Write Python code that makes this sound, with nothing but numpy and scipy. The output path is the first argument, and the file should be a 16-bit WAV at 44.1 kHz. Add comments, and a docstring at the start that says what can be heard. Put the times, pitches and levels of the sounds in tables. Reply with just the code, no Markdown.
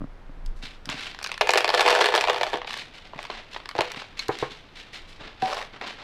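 """Kibble pours into a steel dog bowl, one long pour and one short: noise snaps and brief tones excite bowl modes.
The plastic cup knocks and is put down (decaying modes, noise judder); its rim grazes in a short chirp.
The bowl leaves its stand with a swelling ping and the kibble slides across it (grainy noise).
Hands and sleeves rub (clumped hiss); the hand-held microphone adds bumps, sway and rumble.
A small room adds diffuse reflections and a faint hiss."""
import sys
import numpy as np
from scipy import signal
from scipy.fft import rfft, irfft, next_fast_len
from scipy.io import wavfile

SR = 44100
rng = np.random.default_rng(int(sys.argv[2]) if len(sys.argv) > 2 else 0)


def log_audio(samples):
    """Write samples as a 16-bit WAV file to the path given in sys.argv[1]."""
    # one column per channel
    frames = np.atleast_2d(samples).T
    # limit to full scale, then quantise
    limited = np.clip(frames, -1, 1)
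    pcm = np.round(limited * 32767).astype(np.int16)
    wavfile.write(sys.argv[1], SR, pcm)


N = 266187
TIME = np.arange(N) / SR

# Loudest pellets landing in the bowl: start_s, level_db, hardness_db
LANDINGS = [(1.4108, -16.5, -0.5), (1.4134, -21, 2.5), (1.4722, -26, 3), (1.4917, -15.5, 0.5),
            (1.5063, -22.5, 12), (1.536, -17, 4.5), (1.557, -20.5, -3), (1.5748, -15.5, 6),
            (1.5797, -19.5, 7.5), (1.6061, -23.5, 4), (1.6447, -18.5, 2), (1.6782, -24, 4),
            (1.6913, -20, 2), (1.7022, -23.5, 0.5), (1.7404, -19, -1.5), (1.747, -20.5, 4.5),
            (1.7945, -18, 0.5), (1.8078, -16.5, 5.5), (1.8618, -18.5, 0), (1.8781, -16.5, -0.5),
            (1.8979, -21.5, 1), (1.9047, -19, 6.5), (1.9265, -23, 0), (1.9507, -20, 3), (1.9797, -28, -5),
            (1.9929, -25.5, -4), (2.0077, -22, -0.5), (2.0116, -16, 1), (2.0167, -20.5, 3.5),
            (2.0426, -19.5, 2), (2.0582, -17.5, 3.5), (2.0872, -23, -0.5), (2.1397, -22, -3.5),
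            (2.1511, -17, 4), (2.1602, -21.5, 8.5), (2.1774, -19.5, -0.5), (2.2099, -20.5, 5),
            (2.24, -21.5, -0.5), (2.2735, -27, -3), (2.2832, -24, -5.5), (2.2979, -18, -1),
            (2.3313, -30.5, 3), (2.3614, -28.5, -2), (2.4114, -23.5, -3), (2.4323, -21, 1),
            (2.4668, -30.5, 1), (2.532, -29, -5), (2.5395, -27, -4), (2.5563, -34, -5), (3.7518, -36, -7.5),
            (3.7817, -33, 3), (3.7882, -27, -9), (3.808, -19.5, 1.5)]
# Kibble flow, one list per pour (long, short): time_s, flow_db
POURS = [
    [(1.41, -19), (1.71, -17.5), (1.76, -1.5), (1.84, -3), (1.89, 0.5), (2.11, -10.5), (2.18, -5),
     (2.23, -12.5), (2.58, -15)],
    [(3.76, -17), (3.8, -16), (3.88, -27)],
]
# Share of contacts that reaches the steel: time_s, gain_db
BARE_STEEL = [(1.4, -14), (2.0, -12.5), (2.5, -17.5), (3.7, -16)]
# Steel bowl modes: freq_hz, level_db, t60_s
BOWL_MODES = [(358, -4, .1), (422, -2, .1), (496, -3, .23), (625, -1, .07), (693, -2, .16), (770, -3, .06),
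              (880, -5, .07), (917, -4, .11), (1690, -4, .06), (1748, -1, .13), (2304, -12, .15),
              (2477, -9, .17), (2777, -11, .11), (3028, -12, .15), (3224, -13, .12), (3521, -12, .17),
              (4340, -2, .035), (5821, -14, .12), (7691, -5, .09), (7850, 2, .025), (10800, 2, .015)]
# Contact spectrum: freq_hz, density_db_per_hz
CONTACT_SPECTRUM = [(150, -30), (290, -19), (370, -4), (800, 2.5), (1300, -3.5), (1750, -1), (2800, -1),
                    (4400, -4), (4900, -7), (5700, -9), (6500, -14.5), (8000, -18.5), (11000, -27),
                    (16000, -37)]
# Edges of the body, crack and sizzle bands: freq_hz
BAND_EDGES_HZ = [200, 1100, 4800, 16000]
# Light ticks of pellets and fingers on cup and bowl: start_s, level_db, hardness_db
TICKS = [(0.4615, -53.5, 19), (0.8562, -43, 15.5), (0.8905, -27.5, 1), (0.8992, -33, 8.5),
         (1.0074, -43.5, 11), (1.1467, -37, 1), (1.1889, -35, 3), (1.2285, -36, 12), (1.242, -37, 18.5),
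         (1.246, -29.5, 4.5), (1.2622, -29, 3), (1.2717, -35, 12), (1.3164, -26, 3.5), (1.3416, -33, 4),
         (1.378, -32, 4.5), (2.6168, -33.5, -9.5), (2.6304, -43, -9), (2.6463, -38, -11),
         (2.6768, -31.5, -2.5), (2.7311, -34, 8), (2.7399, -30.5, 3), (2.7746, -37, 9), (3.134, -48, -21.5),
         (3.1899, -32, -9), (3.2283, -38.5, 7.5), (3.2515, -35, 0), (3.2996, -39.5, -18.5),
         (3.3027, -32, -3), (3.5627, -33.5, -11.5), (3.5652, -40, -5), (3.6568, -35, 1), (3.6902, -31, 7),
         (3.7121, -37.5, 1), (3.9177, -33.5, 9), (3.9451, -38, -4), (4.0186, -38.5, -8),
         (4.1925, -32.5, 12), (4.2828, -35.5, 13), (4.3874, -36.5, 10.5), (5.4216, -30, 0.5),
         (5.4578, -32.5, -2), (5.5279, -35, -15.5), (5.5323, -38, 12), (5.5456, -43, 13),
         (5.8129, -34, -4.5), (5.876, -39, 8.5)]
# Kibble settling as the cup or the bowl tilts: start_s, end_s, level_db
SETTLES = [(1.187, 1.33, -40), (2.66, 2.81, -39), (3.14, 3.323, -44.5), (3.53, 3.6, -42.5),
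           (3.83, 4.03, -41), (5.47, 5.62, -38.5), (5.821, 5.923, -41.5)]
# Dull cup knocks: start_s, level_db, pitch_ratio, ring_time_ratio
KNOCKS = [(2.542, -17.5, 0.81, 0.74), (3.134, -34, 0.95, .8), (3.3, -28, 0.88, 0.57),
          (3.752, -26.5, 0.77, 1), (3.79, -12.5, 0.82, 0.65), (3.808, -22, 1, 0.44), (4.2901, -8, 1.0, 1),
          (4.4254, -8.5, 1.04, 0.91)]
# Modes of the cup on the worktop: freq_hz, level_db, t60_s
CUP_MODES = [(127, -15.5, 0.063), (290, -12, 0.043), (417, -3.5, 0.05), (489, -10, 0.065),
             (666, -41, 0.039), (763, -12, 0.067), (1036, -15, 0.07), (1440, -26, 0.045),
             (1700, -22, 0.021)]
# Cup rim modes as it grazes something hard on the way down: freq_hz, level_db, t60_s
RIM_MODES = [(2210, -21.5, 0.027), (2590, -24, 0.028), (4080, -18, 0.027), (4360, -20, 0.041),
             (5470, -32, .02), (6500, -39, 0.025)]
# Steel stand modes as the bowl comes free: freq_hz, level_db, t60_s
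STAND_MODES = [(141, -31.5, 0.067), (239.5, -31.5, 0.11), (331, -31, 0.059), (455, -23, 0.053),
               (757, -17, 0.2), (800, -34, 0.056), (963, -32.5, 0.13)]
# Kibble sliding across the lifted bowl: time_s, level_db
SLIDE_PUSH = [(5.42, -41), (5.535, -34), (5.62, -38.5), (5.67, -49)]
# Rubs of hands, sleeves and shifting kibble: start_s, length_s, level_db, brightness_db
RUBS = [(0.557, 0.021, -61, 21.5), (0.617, 0.041, -37.5, 4.5), (0.868, 0.018, -52, -15),
        (0.887, 0.027, -31, -0.5), (0.949, .13, -37, 3), (1.187, 0.063, -56, 12), (2.662, .15, -38.5, 3.5),
        (2.932, 0.018, -43, 3.5), (3.043, 0.015, -48, -2), (3.16, 0.033, -52, -15), (3.19, 0.051, -48, 7),
        (3.293, 0.086, -41, -5), (3.507, 0.04, -43.5, 4), (3.833, .05, -41.5, 0), (3.955, .04, -37.5, -0.5),
        (4.168, 0.055, -40, 3.5), (4.31, 0.039, -38.5, 0), (4.388, 0.037, -37, 3), (4.497, 0.034, -44, 3),
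        (4.748, 0.053, -43, 3.5), (4.922, 0.036, -39, 4), (5.071, .025, -48, 9.5), (5.191, 0.082, -45, -8),
        (5.393, .2, -42.5, 0), (5.725, .025, -45.5, -10), (5.806, .04, -40.5, -10.5),
        (5.857, 0.045, -37.5, -1), (5.979, 0.055, -45, -9)]
# Rub spectrum: freq_hz, density_db_per_hz
RUSTLE_SPECTRUM = [(200, 1), (360, -2), (520, -3), (780, 1), (1100, -4), (2400, 1), (3900, -1), (5200, -10),
                   (6400, -17.5), (8100, -19.5), (11000, -27.5), (13500, -33), (16000, -40)]
# Finger bumps on the microphone body: start_s, level_db
BUMPS = [(0.007, -29.5), (0.017, -24), (0.041, -25), (0.294, -35.5), (0.372, -43), (0.441, -44),
         (0.634, -36), (0.872, -34), (0.892, -28.5), (0.942, -31), (3.159, -36), (3.97, -33.5),
         (4.515, -42), (5.21, -37), (5.262, -40)]
# Bump modes: freq_hz, level_db, t60_s
BUMP_MODES = [(140.5, -2.5, 0.055), (272.3, -1.5, 0.055), (613, -9, 0.023), (1200, -9, 0.012)]
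# Sway of the hand-held microphone, strongest as it swings round to the bowl: time_s, level_db
SWAY = [(0, -35), (0.2, -45), (0.5, -29.5), (0.7, -45), (1.1, -48), (1.5, -56.5), (4.8, -53.5),
        (5.3, -46.5), (6.03, -60)]
# Sway and rumble spectrum: freq_hz, density_db_per_hz
RUMBLE_SPECTRUM = [(10, 3.5), (18, -9), (27, -4.5), (42, -20.5), (80, -16), (160, -20.5), (250, -28),
                   (400, -27)]
# Steady room background: freq_hz, density_db_per_hz
AIR_SPECTRUM = [(200, -0.5), (400, -0.5), (850, -2), (1500, -5.5), (2500, -12.5), (4500, -20.5),
                (7000, -30.5), (16000, -44)]
# Room decay: freq_hz, t60_s
ROOM_T60 = [(150, 0.55), (600, 0.21), (2500, 0.4), (6000, 0.14), (15000, 0.25)]

PELLET_HZ = (992, 9030)   # range of the brief tones in each contact
SPOT_DETUNE_RATIO = 0.006   # spread of mode pitch: the heap loads each spot differently
BOUNCE_DELAY_S, BOUNCE_LOSS_DB = (0.0026, 0.011), 8.5
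STRAYS_PER_S, STRAY_DB, STRAY_SPREAD_DB = 60, -24.5, 3   # level at 0 dB flow
SETTLE_PER_S, SETTLE_HARDNESS_DB, SETTLE_SPREAD_DB = 55, -2.5, 2.5
GRAZE_S, GRAZE_STEP_S = 4.1925, 0.001288
LIFT_S, STAND_SWELL_S = 5.424, 0.0027
RUB_ATTACK_S, RUB_RELEASE_DB_PER_S = 0.011, 205
FIDGET_FROM_S, FIDGET_DB = 0.85, -54.5   # faint rustle between rubs, before band trims
RUMBLE_DB, RUMBLE_FOLLOWS = -57, 0.21   # level at mean sway; share of the sway's dB swing
AIR_DB = -54.5
CUTOFF_HZ = 16200


def bowl():
    """Landings and tumbling grains excite the steel modes, differently at each spot."""
    hits = by_hardness(pellets(), dulling=0.92, brightening=0.94)
    spots = contacts(hits, band_db=[22.0, 23.0, 10.5], band_t60_s=[0.02, 0.017, 0.011], snap=3.9, tone=0.12)
    spots[0] += tumble()
    reach = from_db(np.interp(TIME, *np.transpose(BARE_STEEL)))
    rings = [signal.fftconvolve(spot * reach, steel())[:N] for spot in spots]
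    return spots + np.array(rings)


def pellets():
    """Loud landings, one weaker bounce each, and strays levelled by the pour's flow."""
    rows = list(LANDINGS)
    for s, db, hardness_db in LANDINGS:
        rows.append((s + rng.uniform(*BOUNCE_DELAY_S), db - BOUNCE_LOSS_DB, hardness_db))
    for pour in POURS:
        s, flow_db = np.transpose(pour)
        for slot_s in np.arange(s[0], s[-1], 1 / STRAYS_PER_S):
            when_s = slot_s + rng.random() / STRAYS_PER_S
            level_db = STRAY_DB + np.interp(when_s, s, flow_db) + STRAY_SPREAD_DB * rng.normal()
            rows.append((when_s, level_db, STRAY_SPREAD_DB * rng.normal()))
    return rows


def by_hardness(rows, dulling, brightening):
    """Body, crack and sizzle levels: a harder contact has less body and more sizzle."""
    return [(s, db - dulling * hard_db, db, db + brightening * hard_db) for s, db, hard_db in rows]


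def contacts(rows, band_db, band_t60_s, snap, tone, count=6):
    """Each contact is a snap, then decaying noise and five random tones; one track per spot."""
    out, t = np.zeros((count, N)), TIME[:SR // 20]
    edges = zip(BAND_EDGES_HZ, BAND_EDGES_HZ[1:])
    bands = [causal(CONTACT_SPECTRUM, low_hz, high_hz) for low_hz, high_hz in edges]
    for k, (s, *levels_db) in enumerate(rows):
        tones_hz = np.exp(rng.uniform(*np.log(PELLET_HZ), size=5))
        tones = np.sin(2 * np.pi * np.outer(tones_hz, t)).sum(axis=0)
        chatter = rng.standard_normal(len(t)) + tone * tones
        chatter[0] = snap * rng.choice([-1, 1])
        for band, db, trim_db, t60_s in zip(bands, levels_db, band_db, band_t60_s):
            burst = signal.fftconvolve(chatter * from_db(-60 * t / t60_s), band)
            add(out[k % count], s, from_db(db + trim_db) * energy_one(burst))
    return out


def tumble():
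    """Small pellets bounce and roll between the big landings: flow-gated random impacts."""
    flow, = gains(POURS)
    impacts = grains(per_s=900, spread_db=6.0)
    low = from_db(-30.0) * shaped(impacts, CONTACT_SPECTRUM, 210, 1580)
    high = from_db(-31.5) * shaped(impacts, CONTACT_SPECTRUM, 1300, 18000)
    return flow * (low + high)


def steel():
    """Bowl impulse response at one spot: cosine modes, slightly detuned and uneven in level."""
    t, ring = TIME[:SR // 3], 0
    for hz, db, t60_s in BOWL_MODES:
        decay = from_db(db + rng.normal() - 60 * t / t60_s)
        spot_hz = hz * (1 + SPOT_DETUNE_RATIO * rng.normal())
        ring = ring + decay * np.cos(2 * np.pi * spot_hz * t)
    return energy_one(ring)


def ticks():
    """Dry contacts that bypass the bowl modes: single ones, and random runs as kibble settles."""
    rows = list(TICKS)
    for start_s, end_s, db in SETTLES:
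        for slot_s in np.arange(start_s, end_s, 1 / SETTLE_PER_S):
            when_s = slot_s + rng.random() / SETTLE_PER_S
            level_db = rng.normal(db, SETTLE_SPREAD_DB)
            rows.append((when_s, level_db, rng.normal(SETTLE_HARDNESS_DB, SETTLE_SPREAD_DB)))
    hits = by_hardness(rows, dulling=0.99, brightening=1.18)
    return contacts(hits, band_db=[15.0, 23.5, 9.5], band_t60_s=[0.02, 0.016, 0.012], snap=0.69, tone=0.25)


def cup():
    """The cup knocks on the bowl and is set down: hollow modes, then a dull noise judder."""
    out, t = np.zeros(N), TIME[:SR // 10]
    dull = causal(CONTACT_SPECTRUM, 254, 1640)
    for s, db, pitch, length in KNOCKS:
        add(out, s, from_db(db - 2.0) * ringing(CUP_MODES, pitch, length, uneven_db=2.0))
        judder = signal.fftconvolve(rng.standard_normal(len(t)) * from_db(-60 * t / 0.11), dull)
        add(out, s + 0.00202, from_db(db + 10.0) * energy_one(judder))
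    return out


def graze():
    """The cup's rim catches and slips four times in quick succession: a short bright chirp."""
    out = np.zeros(N)
    for k in range(4):
        when_s = GRAZE_S + GRAZE_STEP_S * (k + rng.uniform(-0.4, 0.48))
        add(out, when_s, from_db(-8.0 - 1.3 * k) * ringing(RIM_MODES, uneven_db=2.0))
    return out


def stand():
    """The rim drags off the stand, so the ping swells over a few milliseconds."""
    out, ping = np.zeros(N), ringing(STAND_MODES)
    swell = 1 - np.exp(-TIME[:len(ping)] / STAND_SWELL_S)
    add(out, LIFT_S, from_db(1.5) * ping * swell)
    return out


def slide():
    """The heap scrapes over the steel in spurts of fine slips."""
    push, = gains([SLIDE_PUSH])
    slips = grains(per_s=900, spread_db=2.0) * unevenness(per_s=160, spread_db=2.0)
    low = from_db(0.5) * shaped(slips, CONTACT_SPECTRUM, 390, 1100)
    high = from_db(-3.5) * shaped(slips, CONTACT_SPECTRUM, 1240, 14710)
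    return push * (low + high)


def rustle():
    """Friction: clumped hiss and fine grains; each rub swells, holds and dies away."""
    fidget = from_db(FIDGET_DB) * (TIME > FIDGET_FROM_S)
    power = np.outer(from_db([-3, 0, -18]), fidget) ** 2   # low, mid, high
    t = TIME[:SR]
    for s, length_s, db, bright_db in RUBS:
        release_db = RUB_RELEASE_DB_PER_S * np.maximum(t - length_s, 0)
        stroke = np.minimum(t / RUB_ATTACK_S, 1) * from_db(db - release_db)
        for band, tilt_db in zip(power, (-bright_db, 0, bright_db)):
            add(band, s, (stroke * from_db(tilt_db)) ** 2)
    low, mid, high = np.sqrt(power)
    rub = rng.standard_normal(N) + 0.9 * grains(per_s=1200, spread_db=2.5)
    rub = rub * unevenness(per_s=220, spread_db=3.0)
    return (from_db(-10.5) * low * shaped(rub, RUSTLE_SPECTRUM, 230, 1440)
            + from_db(-2.58) * mid * shaped(rub, RUSTLE_SPECTRUM, 1540, 6600)
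            + from_db(-23.5) * high * shaped(rub, RUSTLE_SPECTRUM, 5630, 16000))


def handling():
    """Sway, rumble and soft bumps reach the microphone through its body."""
    sway_db = np.interp(TIME, *np.transpose(SWAY))
    rumble_db = RUMBLE_DB + RUMBLE_FOLLOWS * (sway_db - sway_db.mean())
    noise = rng.standard_normal(N)
    out = from_db(sway_db) * shaped(noise, RUMBLE_SPECTRUM, 14.6, 32.0)
    out += from_db(rumble_db) * shaped(noise, RUMBLE_SPECTRUM, 34.7, 314)
    thud = ringing(BUMP_MODES)
    for s, db in BUMPS:
        add(out, s, from_db(db) * thud)
    return out


def air():
    """Faint, dull room hiss: steady shaped noise."""
    return from_db(AIR_DB) * shaped(rng.standard_normal(N), AIR_SPECTRUM, 180, 16000)


def room(x, wet_db, first_s):
    """Diffuse reflections: octave bands of noise that build up and die away."""
    t, tail = TIME[:SR // 2], 0
    for hz in 177 * 2 ** np.arange(7):
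        octave_hz = [hz / np.sqrt(2), hz * np.sqrt(2)]
        octave = signal.butter(2, octave_hz, "band", fs=SR, output="sos")
        band = signal.sosfilt(octave, rng.standard_normal(len(t)))
        tail = tail + band * from_db(-60 * t / at_hz(ROOM_T60, hz))
    buildup = 1 - np.exp(-t / first_s)
    return signal.fftconvolve(x, from_db(wet_db) * energy_one(tail * buildup))[:N]


def ringing(modes, pitch=1, length=1, uneven_db=0):
    """Decaying sines of a struck body, alternating in sign; uneven_db varies their strengths."""
    t, out = TIME[:SR // 3], 0
    for k, (hz, db, t60_s) in enumerate(modes):
        decay = from_db(db + uneven_db * rng.normal() - 60 * t / (t60_s * length))
        out = out + (-1) ** k * decay * np.sin(2 * np.pi * hz * pitch * t)
    return out


def grains(per_s, spread_db):
    """Random tiny impacts of uneven size and sign; rms 1."""
    sizes = from_db(spread_db * np.minimum(rng.exponential(1, N), 3)) * rng.choice([-1, 1], N)
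    return rms_one(sizes * (rng.random(N) < per_s / SR))


def unevenness(per_s, spread_db):
    """Gain that wanders as rubbing pressure comes and goes."""
    knots = rng.standard_normal(4000)
    return from_db(spread_db * np.interp(TIME * per_s, np.arange(len(knots)), knots))


def causal(spectrum, low_hz, high_hz, size=1024):
    """Minimum-phase impulse response of one band of a spectrum, by folded cepstrum."""
    hz = np.maximum(np.arange(size // 2 + 1) * SR / size, 20)
    skirts = 1 / np.sqrt((1 + (low_hz / hz) ** 8) * (1 + (hz / high_hz) ** 8))
    cepstrum = irfft(np.log(from_db(at_hz(spectrum, hz)) * skirts + 1e-6))
    cepstrum[1:size // 2] *= 2
    cepstrum[size // 2 + 1:] = 0
    return energy_one(irfft(np.exp(rfft(cepstrum))))


def shaped(x, spectrum, low_hz, high_hz):
    """One band of a signal, coloured by a spectrum; rms 1."""
    size = next_fast_len(N)
    hz = np.arange(size // 2 + 1) * SR / size + 1
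    skirts = 1 / np.sqrt((1 + (low_hz / hz) ** 10) * (1 + (hz / high_hz) ** 10))
    return rms_one(irfft(rfft(x, size) * from_db(at_hz(spectrum, hz)) * skirts, size)[:N])


def gains(spells):
    """Gain curves of the dB columns; each spell fades in and out."""
    total = 0
    for rows in spells:
        s, *columns = np.transpose(rows)
        gate = np.clip(1 + np.minimum(TIME - s[0], s[-1] - TIME) / 0.0044, 0, 1)
        total = total + gate * np.array([from_db(np.interp(TIME, s, db)) for db in columns])
    return total


def at_hz(points, hz):
    """Read a table on a log-frequency axis."""
    f, value = np.transpose(points)
    return np.interp(np.log(np.maximum(hz, 1)), np.log(f), value)


def add(out, s, sound):
    """Mix a sound in at a time in seconds."""
    i = max(int(s * SR), 0)
    out[i:i + len(sound)] += sound[:N - i]


def from_db(db):
    """Decibels to gain."""
    return 10 ** (np.asarray(db) / 20)


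def rms_one(x):
    """Scale to an rms of one."""
    return x / np.sqrt(np.mean(x ** 2) + 1e-20)


def energy_one(x):
    """Scale to an energy of one."""
    return x / np.sqrt(np.sum(x ** 2) + 1e-20)


def scene():
    """Each spot has its own reflections; one microphone feeds both channels alike."""
    spots = bowl() + ticks()
    thuds = cup() + graze() + stand() + slide()
    rubs = rustle()
    echoes = sum(room(spot, wet_db=-11.5, first_s=0.00044) for spot in spots)
    echoes += room(thuds, wet_db=-14.0, first_s=0.002)
    echoes += room(rubs, wet_db=-10.5, first_s=0.0024)
    mono = spots.sum(axis=0) + thuds + rubs + echoes + handling() + air()
    return np.array([mono, mono])


def record(dry):
    """Soft saturation rounds the loudest peaks; a steep low-pass cuts the top."""
    ceiling = 0.85
    rounded = ceiling * np.tanh(dry / ceiling)
    lowpass = signal.cheby2(14, 70, CUTOFF_HZ + 600, fs=SR, output="sos")   # stopband edge
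    return signal.sosfilt(lowpass, rounded)


dry = scene()
out = record(dry)
log_audio(out)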